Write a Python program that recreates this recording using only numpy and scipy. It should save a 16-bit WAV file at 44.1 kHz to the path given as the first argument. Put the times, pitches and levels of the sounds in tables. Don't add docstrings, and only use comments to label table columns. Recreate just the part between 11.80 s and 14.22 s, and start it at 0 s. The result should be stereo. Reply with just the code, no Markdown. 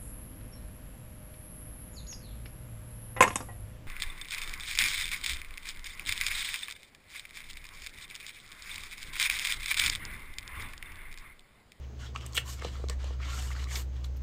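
import sys
import numpy as np
from scipy import signal
from scipy.fft import rfft, irfft
from scipy.io import wavfile
from scipy.ndimage import uniform_filter1d

SR = 44100
rng = np.random.default_rng(int(sys.argv[2]) if len(sys.argv) > 2 else 0)


def master_out(mix):
    frames = np.transpose(np.atleast_2d(mix))
    ceiling = np.clip(frames, -1, 1)
    pcm = np.round(ceiling * 32767).astype(np.int16)
    wavfile.write(sys.argv[1], SR, pcm)


def volts_from_db(level):
    exponent = np.asarray(level, float) / 20
    return 10 ** exponent


N = 106810
BASS_LEFT_DB = -4


def level(x, db):
    return x * volts_from_db(db) / np.sqrt(np.mean(x ** 2))


def colour(x, db_of_hz):
    hz = np.maximum(np.arange(N // 2 + 1) * SR / N, 1)
    return irfft(rfft(x) * volts_from_db(db_of_hz(hz)), N)


def curve(table):
    points_hz, points_db = np.array(table).T
    return lambda hz: np.interp(np.log(hz), np.log(points_hz), points_db)


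def bumps(table, hz):
    return sum(db * np.exp(-((hz - centre) / width) ** 2) for centre, width, db in table)


def walk(rate_hz):
    k = int(SR / rate_hz)
    held = np.repeat(rng.standard_normal(N // k + 1), k)
    return 1.53 * uniform_filter1d(uniform_filter1d(held, k), k)[:N]


def ring(x, hz, width_hz):
    return signal.lfilter(*signal.iirpeak(hz, hz / width_hz, fs=SR), x)


def late(x, ms):
    return np.interp(np.arange(N) - ms * SR / 1000, np.arange(N), x)


def add(out, s, x):
    i = int(s * SR)
    out[i:i + len(x)] += x[:N - i]


# (frequency [Hz], density [dB per Hz])
AIR_SPECTRUM = [(25, -12), (40, -4.5), (90, 0), (160, -13), (500, -16.5), (900, -26), (6500, -38.5),
                (9500, -56)]
AIR_DB, AIR_ALIKE_HZ, HISS_DB = -49.5, 450, -70


def air():
    mid, side = colour(rng.standard_normal((2, N)), curve(AIR_SPECTRUM))
    side = colour(side, lambda hz: -10 * np.log10(1 + (AIR_ALIKE_HZ / hz) ** 2))
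    ports = np.array([mid + side, mid - side])
    tilt = np.array([[1], [-1]]) * BASS_LEFT_DB / 2
    ports = colour(ports, lambda hz: tilt / (1 + (hz / 400) ** 2))
    return level(ports, AIR_DB) + volts_from_db(HISS_DB) * rng.standard_normal((2, N))


def whine():
    return level(ring(rng.standard_normal((2, N)), 6360, 190), -74)


# (time [s], frequency [Hz], level [dB])
DRONE_PATH = [
    (0, 67.8, -42),
    (.25, 66.9, -44),
    (.92, 66.68, -39.5),
    (1.08, 65.34, -34.5),
    (1.5, 64.95, -34),
    (2.42, 64.85, -36),
]
MAINS_HZ, MAINS_DB, MAINS_WOBBLE_DB, DRONE_WOBBLE_DB = 121.5, -49, 1.5, 0.5
HUM_LAG_MS = 0.65


def hum(t):
    s, hz, db = np.array(DRONE_PATH).T
    drone_db = np.interp(t, s, db)
    phase = 2 * np.pi * np.cumsum(np.interp(t, s, hz)) / SR + 0.064 * walk(30.0)
    drone = volts_from_db(drone_db + DRONE_WOBBLE_DB * walk(32.52)) * np.sin(phase)
    mains_phase = 2 * np.pi * MAINS_HZ * t + 0.53 * walk(26)
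    mains = volts_from_db(MAINS_DB + MAINS_WOBBLE_DB * walk(18.46)) * np.sin(mains_phase)
    flutter = ring(ring(rng.standard_normal(N), 33.0, 25), 49, 25) * volts_from_db(drone_db + 13.0)
    casing = ring(rng.standard_normal(N), 231.4, 16.7) * volts_from_db(-34.5)
    drone = np.sqrt(2) * (drone + mains) + casing + flutter
    port_gain = volts_from_db(np.array([[.5], [-.5]]) * BASS_LEFT_DB)
    return np.array([drone, late(drone, HUM_LAG_MS)]) * port_gain


# (time [s], level [dB], frequency [Hz], t60 [ms])
STACK_THUMPS = [(.578, -27.5, 497, 22.5), (.8228, -29, 485, 15), (.8485, -20, 513, 19),
                (.85, -40.5, 174, 160), (.862, -40, 343, 45), (.997, -37, 490, 29), (1.04, -21, 422, 13),
                (1.0988, -30, 478, 27), (1.242, -30, 562, 16), (1.307, -34, 500, 22),
                (1.46, -46.5, 287, 96), (1.968, -43, 387, 49.6)]
THUMP_LAG_MS = 0.13


def thumps():
    out, t = np.zeros(N), np.arange(4096) / SR
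    for s, db, hz, t60_ms in STACK_THUMPS:
        mode = np.sin(2 * np.pi * hz * t) + 0.46 * np.sin(2 * np.pi * hz * 1.28 * t)
        decay = np.exp(-np.log(1000) * t * 1000 / t60_ms)
        soft_onset = 1 - np.exp(-t * hz * 1.5)
        add(out, s, -volts_from_db(db + 0.5) * mode * decay * soft_onset)
    return np.array([out, late(out, THUMP_LAG_MS)])


# (time [s], level [dB], ring [Hz],
# burst [ms], wide crack [dB])
PAPER_SNAPS = [(0.348, -34.5, 1100, 6.1, -11), (0.3601, -25.5, 2600, 2.7, -22),
               (0.3602, -28, 1265, 1.26, -26), (0.4107, -35.5, 2600, 1.1, 0),
               (0.4632, -26, 8800, 2.5, -21), (0.5324, -45, 4470, 5.1, 11), (.569, -21, 2850, 0.96, -14),
               (.586, -24.5, 2880, 3.2, -17), (.678, -37.5, 2920, 2.7, -12), (0.8223, -30, 1250, 1.7, -2),
               (0.8474, -27.5, 3630, 1.5, -4), (0.952, -42.5, 1190, 8.3, -11),
               (1.0864, -34.5, 4100, 1, 8.5), (1.098, -30.5, 4530, 2.1, 6.5),
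               (1.243, -46.5, 3100, 2.6, 14.5), (1.4, -42.5, 1230, 4.1, -15), (1.704, -35, 1160, 6.9, -2),
               (1.7140, -34, 2160, 5.2, -24), (1.913, -38, 2050, 5.8, -21), (1.956, -27, 3420, 3.2, -12),
               (2.2436, -37.5, 3800, 3, -0.5),
               (.3745, -40, 7400, 2, -10), (.5500, -37, 1360, 6.8, -20), (0.5769, -25, 1380, 5.3, -9),
                  (0.5768, -18, 8200, 3.8, -12), (0.8183, -36.5, 2170, 3, -9),
                  (1.0971, -35, 1100, 2.1, -20), (1.762, -39.5, 1610, 2.1, -13), (1.839, -40, 1898, 1.7, 1),
                  (1.958, -29, 2070, 3.5, 0), (1.956, -26.5, 5070, 4.1, -6), (2.244, -45, 1229, 1.3, -11),
                  (2.3700, -52, 13000, 5.6, 6),
               (0.3607, -32.5, 4370, 1.4, -23), (.3615, -37.5, 6800, 1.7, -25), (.525, -44, 7000, 1.1, 5),
               (0.547, -28, 8050, 2, -13), (.552, -26, 7900, 3.2, -12), (0.5668, -21, 8400, 2.1, -7),
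               (0.8491, -33, 1100, 3.8, -16), (0.851, -34, 5900, 1.5, -11), (0.86, -47, 1310, 3, -5),
               (1.306, -45, 1000, 2.5, -10), (1.752, -39, 1320, 1.1, -10), (1.825, -41, 1044, 2, -7),
               (1.8423, -44, 3970, 0.74, 14.5), (1.872, -42, 2170, 2.5, -15), (2.362, -56, 3000, 1.3, -2),
               (2.166, -46.5, 3400, 2.2, -1), (1.0395, -41, 1160, 2.6, -21), (1.086, -37, 7940, 1, -10),
               (1.0975, -28, 8200, 2.4, 0.5), (1.0975, -37, 12900, 2.5, -18), (1.242, -46, 1040, 2, -15),
               (.5785, -23, 1840, 4, -20)]
SEAL_TEARS = [
    (.5752, -16, 2900, .35, -9),
    (.5770, -13.5, 2800, .35, -8),
    (.5793, -17, 2750, .8, -11),
    (.5815, -18, 2900, 1.6, -12),
]
SNAP_WIDTH, TEAR_WIDTH = 0.18, 0.43


def snap_group(out, events, width):
    t = np.arange(2048) / SR
    for s, db, hz, burst_ms, crack_db in events:
        spatter = rng.standard_normal(2048) * volts_from_db(2.6 * rng.exponential(size=2048))
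        burst = spatter * np.exp(-t * 1000 / burst_ms)
        burst[1] += 6.0
        tone = ring(ring(burst, hz, hz * width), hz, hz * 0.71)
        crack = ring(ring(burst, 5000, 8000), 4000, 7000)
        tone = tone / np.abs(tone).max()
        crack = crack / np.abs(crack).max()
        add(out, s, volts_from_db(db) * (tone + volts_from_db(crack_db) * crack))


def snaps():
    out = np.zeros(N)
    snap_group(out, PAPER_SNAPS, SNAP_WIDTH)
    snap_group(out, SEAL_TEARS, TEAR_WIDTH)
    return out


# (start [s], end [s], frequency [Hz], level [dB])
EDGE_SINGS = [(.363, 0.372, 2730, -49), (.415, 0.459, 1180, -52), (0.46, 0.47, 6800, -56),
              (0.549, 0.59, 3120, -37.5), (0.584, 0.605, 3230, -52), (0.649, 0.708, 1060, -51),
              (1.401, 1.46, 1400, -54), (1.418, 1.451, 2190, -46), (1.42, 1.446, 2870, -52),
              (1.461, 1.518, 1100, -50), (1.471, 1.527, 2950, -49), (1.488, 1.516, 4300, -52),
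              (1.549, 1.615, 1390, -48.5), (1.585, 1.625, 1570, -62), (1.595, 1.633, 3000, -59),
              (1.651, 1.684, 4950, -56), (1.781, 1.814, 2020, -51), (1.785, 1.8, 3260, -62),
              (1.847, 1.885, 1150, -53), (1.867, 1.91, 2100, -55.5), (1.917, 1.95, 6200, -46),
              (1.945, 1.965, 6600, -45), (1.959, 1.976, 2120, -44), (.2, 0.262, 1480, -52.5),
              (0.474, 0.56, 1090, -57), (1.906, 1.926, 2080, -45.5)]
SING_WIDTH = 0.11


def sings():
    out = np.zeros((2, N))
    for start, end, hz, db in EDGE_SINGS:
        drag = rng.standard_normal((2, 4096)) * volts_from_db(2.3 * rng.exponential(size=4096))
        ports = np.array([drag[0], 1.4 * drag[0] + 0.27 * drag[1]])
        tone = ring(ring(ports, hz, hz * SING_WIDTH), hz, hz * 0.34)
        swell = np.sin(np.pi * np.clip(np.arange(4096) / SR / (end - start), 0, 1))
        for port in range(2):
            add(out[port], start, level(tone[port], db) * swell)
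    return out


GRAIN_DB, FLUTTER_DB, FLUTTER_HZ = 2.5, 1.32, 90.4
BAND_DB, BAND_HZ, SMOOTH_ABOVE_HZ = 3, 30, 3000


def sheet(grain):
    out = np.zeros(N)
    for hz, gain in grain[1]:
        out += ring(rng.standard_normal(N) * grain[0], hz, hz / 18) * gain
    return level(out, 0)


def port_pair(both, apart, alike):
    return np.array([both, alike * both + np.sqrt(1 - alike ** 2) * apart])


# (start [s], peak [s], end [s], level [dB], brightness [dB])
SHEET_SLIDES = [(.0, 0.025, 0.091, -60, -32), (0.159, 0.235, 0.34, -50, -6),
                (0.342, 0.35, 0.46, -52.5, -5.5), (0.4, 0.411, 0.59, -51.5, -8),
                (0.458, 0.468, 0.6, -73, 9), (0.542, 0.549, 0.63, -46.5, 9.5),
                (0.547, 0.567, 0.74, -51.5, -30), (0.626, 0.697, 0.8, -49.5, 6.5),
                (0.743, 0.81, 0.8, -50, -3), (0.786, 0.852, 0.913, -45, -7),
                (0.83, 0.951, 1.116, -53.5, -2.5), (1.08, 1.087, 1.182, -49.5, -5),
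                (1.159, 1.24, 1.413, -49, -12), (1.376, 1.444, 1.68, -45, -15.5),
                (1.417, 1.554, 1.58, -53.5, 3), (1.436, 1.601, 1.76, -46.5, 3.5),
                (1.628, 1.734, 1.743, -51.5, 3), (1.69, 1.803, 1.886, -47, -4),
                (1.85, 1.953, 2.06, -42.5, 3), (1.95, 1.958, 2.06, -54, 10.5),
                (2.087, 2.18, 2.34, -59.5, -12), (2.233, 2.245, 2.29, -61, 6.5),
                (2.366, 2.362, 2.39, -87.5, 17), (2.413, 2.43, 2.44, -59, -3)]
# (frequency [Hz], gain [dB])
DULL_COLOUR = [(200, -42), (500, -8.5), (900, -1.5), (1200, -3.5), (3000, -0.5), (5000, -7.5),
               (8000, -18.5), (15000, -30)]
# (frequency [Hz], gain [dB])
RASP_COLOUR = [(200, -89), (2000, -67.5), (4500, -13), (7500, -4.5), (9000, -7), (12500, -12), (16000, -29)]
# (frequency [Hz], gain [dB])
FIZZ_COLOUR = [(5000, -75), (9000, -32.5), (11000, -33.5), (13000, -23.5), (16000, -33)]
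# (frequency [Hz], width [Hz], gain [dB])
STACK_MODES = [(1100, 190, 3), (1380, 90, 2), (2070, 67, 0), (2800, 180, 1), (840, 59, -7.5),
               (2600, 160, -5)]
FIZZ_SLOPE = 3.43
RASP_ALIKE, BODY_ALIKE = 0.3, 0.79


def rub(t):
    dull, rasp, fizz = np.zeros((3, N))
    for start, peak, end, db, bright_db in SHEET_SLIDES:
        stroke = np.interp(t, [start, peak, end], [0, 1, 0])
        power = volts_from_db(2 * db) * np.sin(np.pi / 2 * stroke) ** 4.09
        dull += power
        rasp += power * volts_from_db(2 * bright_db)
        fizz += power * volts_from_db(2 * FIZZ_SLOPE * bright_db)
    clicks = volts_from_db(GRAIN_DB * rng.exponential(size=N) + FLUTTER_DB * walk(FLUTTER_HZ))
    modes = []
    for hz in 250 * 2 ** np.arange(0, 6, 1 / 7):
        wander_db = BAND_DB * min(1, SMOOTH_ABOVE_HZ / hz)
        modes.append((hz, volts_from_db(wander_db * walk(BAND_HZ))))
    both, apart = sheet((clicks, modes)), sheet((clicks, modes))
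    pair = port_pair(both, apart, RASP_ALIKE)
    body = port_pair(both, apart, BODY_ALIKE)
    body = colour(body, lambda hz: curve(DULL_COLOUR)(hz) + bumps(STACK_MODES, hz))
    out = np.sqrt(dull) * body
    out += np.sqrt(rasp) * colour(pair, curve(RASP_COLOUR))
    out += np.sqrt(fizz) * colour(pair, curve(FIZZ_COLOUR))
    return out / np.std(body)


PORT_RAD, PORT_HZ = 1, 820
LEFT_DB, LEFT_TREBLE_DB = -1.5, -10.5


def at_ports(paper):
    left, right = paper
    left = colour(left, lambda hz: LEFT_DB / 2 + LEFT_TREBLE_DB / (1 + (9000 / hz) ** 4))
    hz = np.arange(N // 2 + 1) * SR / N
    lag = np.exp(-1j * PORT_RAD * hz ** 2 / (hz ** 2 + PORT_HZ ** 2))
    right = irfft(rfft(right) * lag, N) * volts_from_db(-LEFT_DB / 2)
    return np.array([left, right])


ROOM_T60_S, ROOM_DB = 0.16, -8


def room(paper, t):
    age = t[:SR // 2]
    decay = np.exp(-np.log(1000) * age / ROOM_T60_S)
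    tail = rng.standard_normal((2, len(age))) * decay * np.clip(age / 0.004, 0, 1)
    tail = tail / np.sqrt(np.sum(tail ** 2, axis=1, keepdims=True))
    tail = signal.lfilter([.5], [1, -.45], tail)
    return volts_from_db(ROOM_DB) * signal.fftconvolve(paper, tail, axes=1)[:, :N]


def scene():
    t = np.arange(N) / SR
    paper = rub(t) + snaps() + sings() + thumps()
    return at_ports(paper) + room(paper, t) + hum(t) + air() + whine()


def top_cut(x):
    return signal.sosfilt(signal.butter(12, 15960, fs=SR, output="sos"), x)


# (frequency [Hz], width [Hz], gain [dB])
MIC_PEAKS = [(7490, 1360, 1.5), (9960, 1530, -9), (13200, 2000, -4)]
TOP_HZ = 15850


def record(dry):
    x = colour(dry, lambda hz: bumps(MIC_PEAKS, hz) - 30 * (hz > TOP_HZ))
    return top_cut(x)


dry = scene()
out = record(dry)
master_out(out)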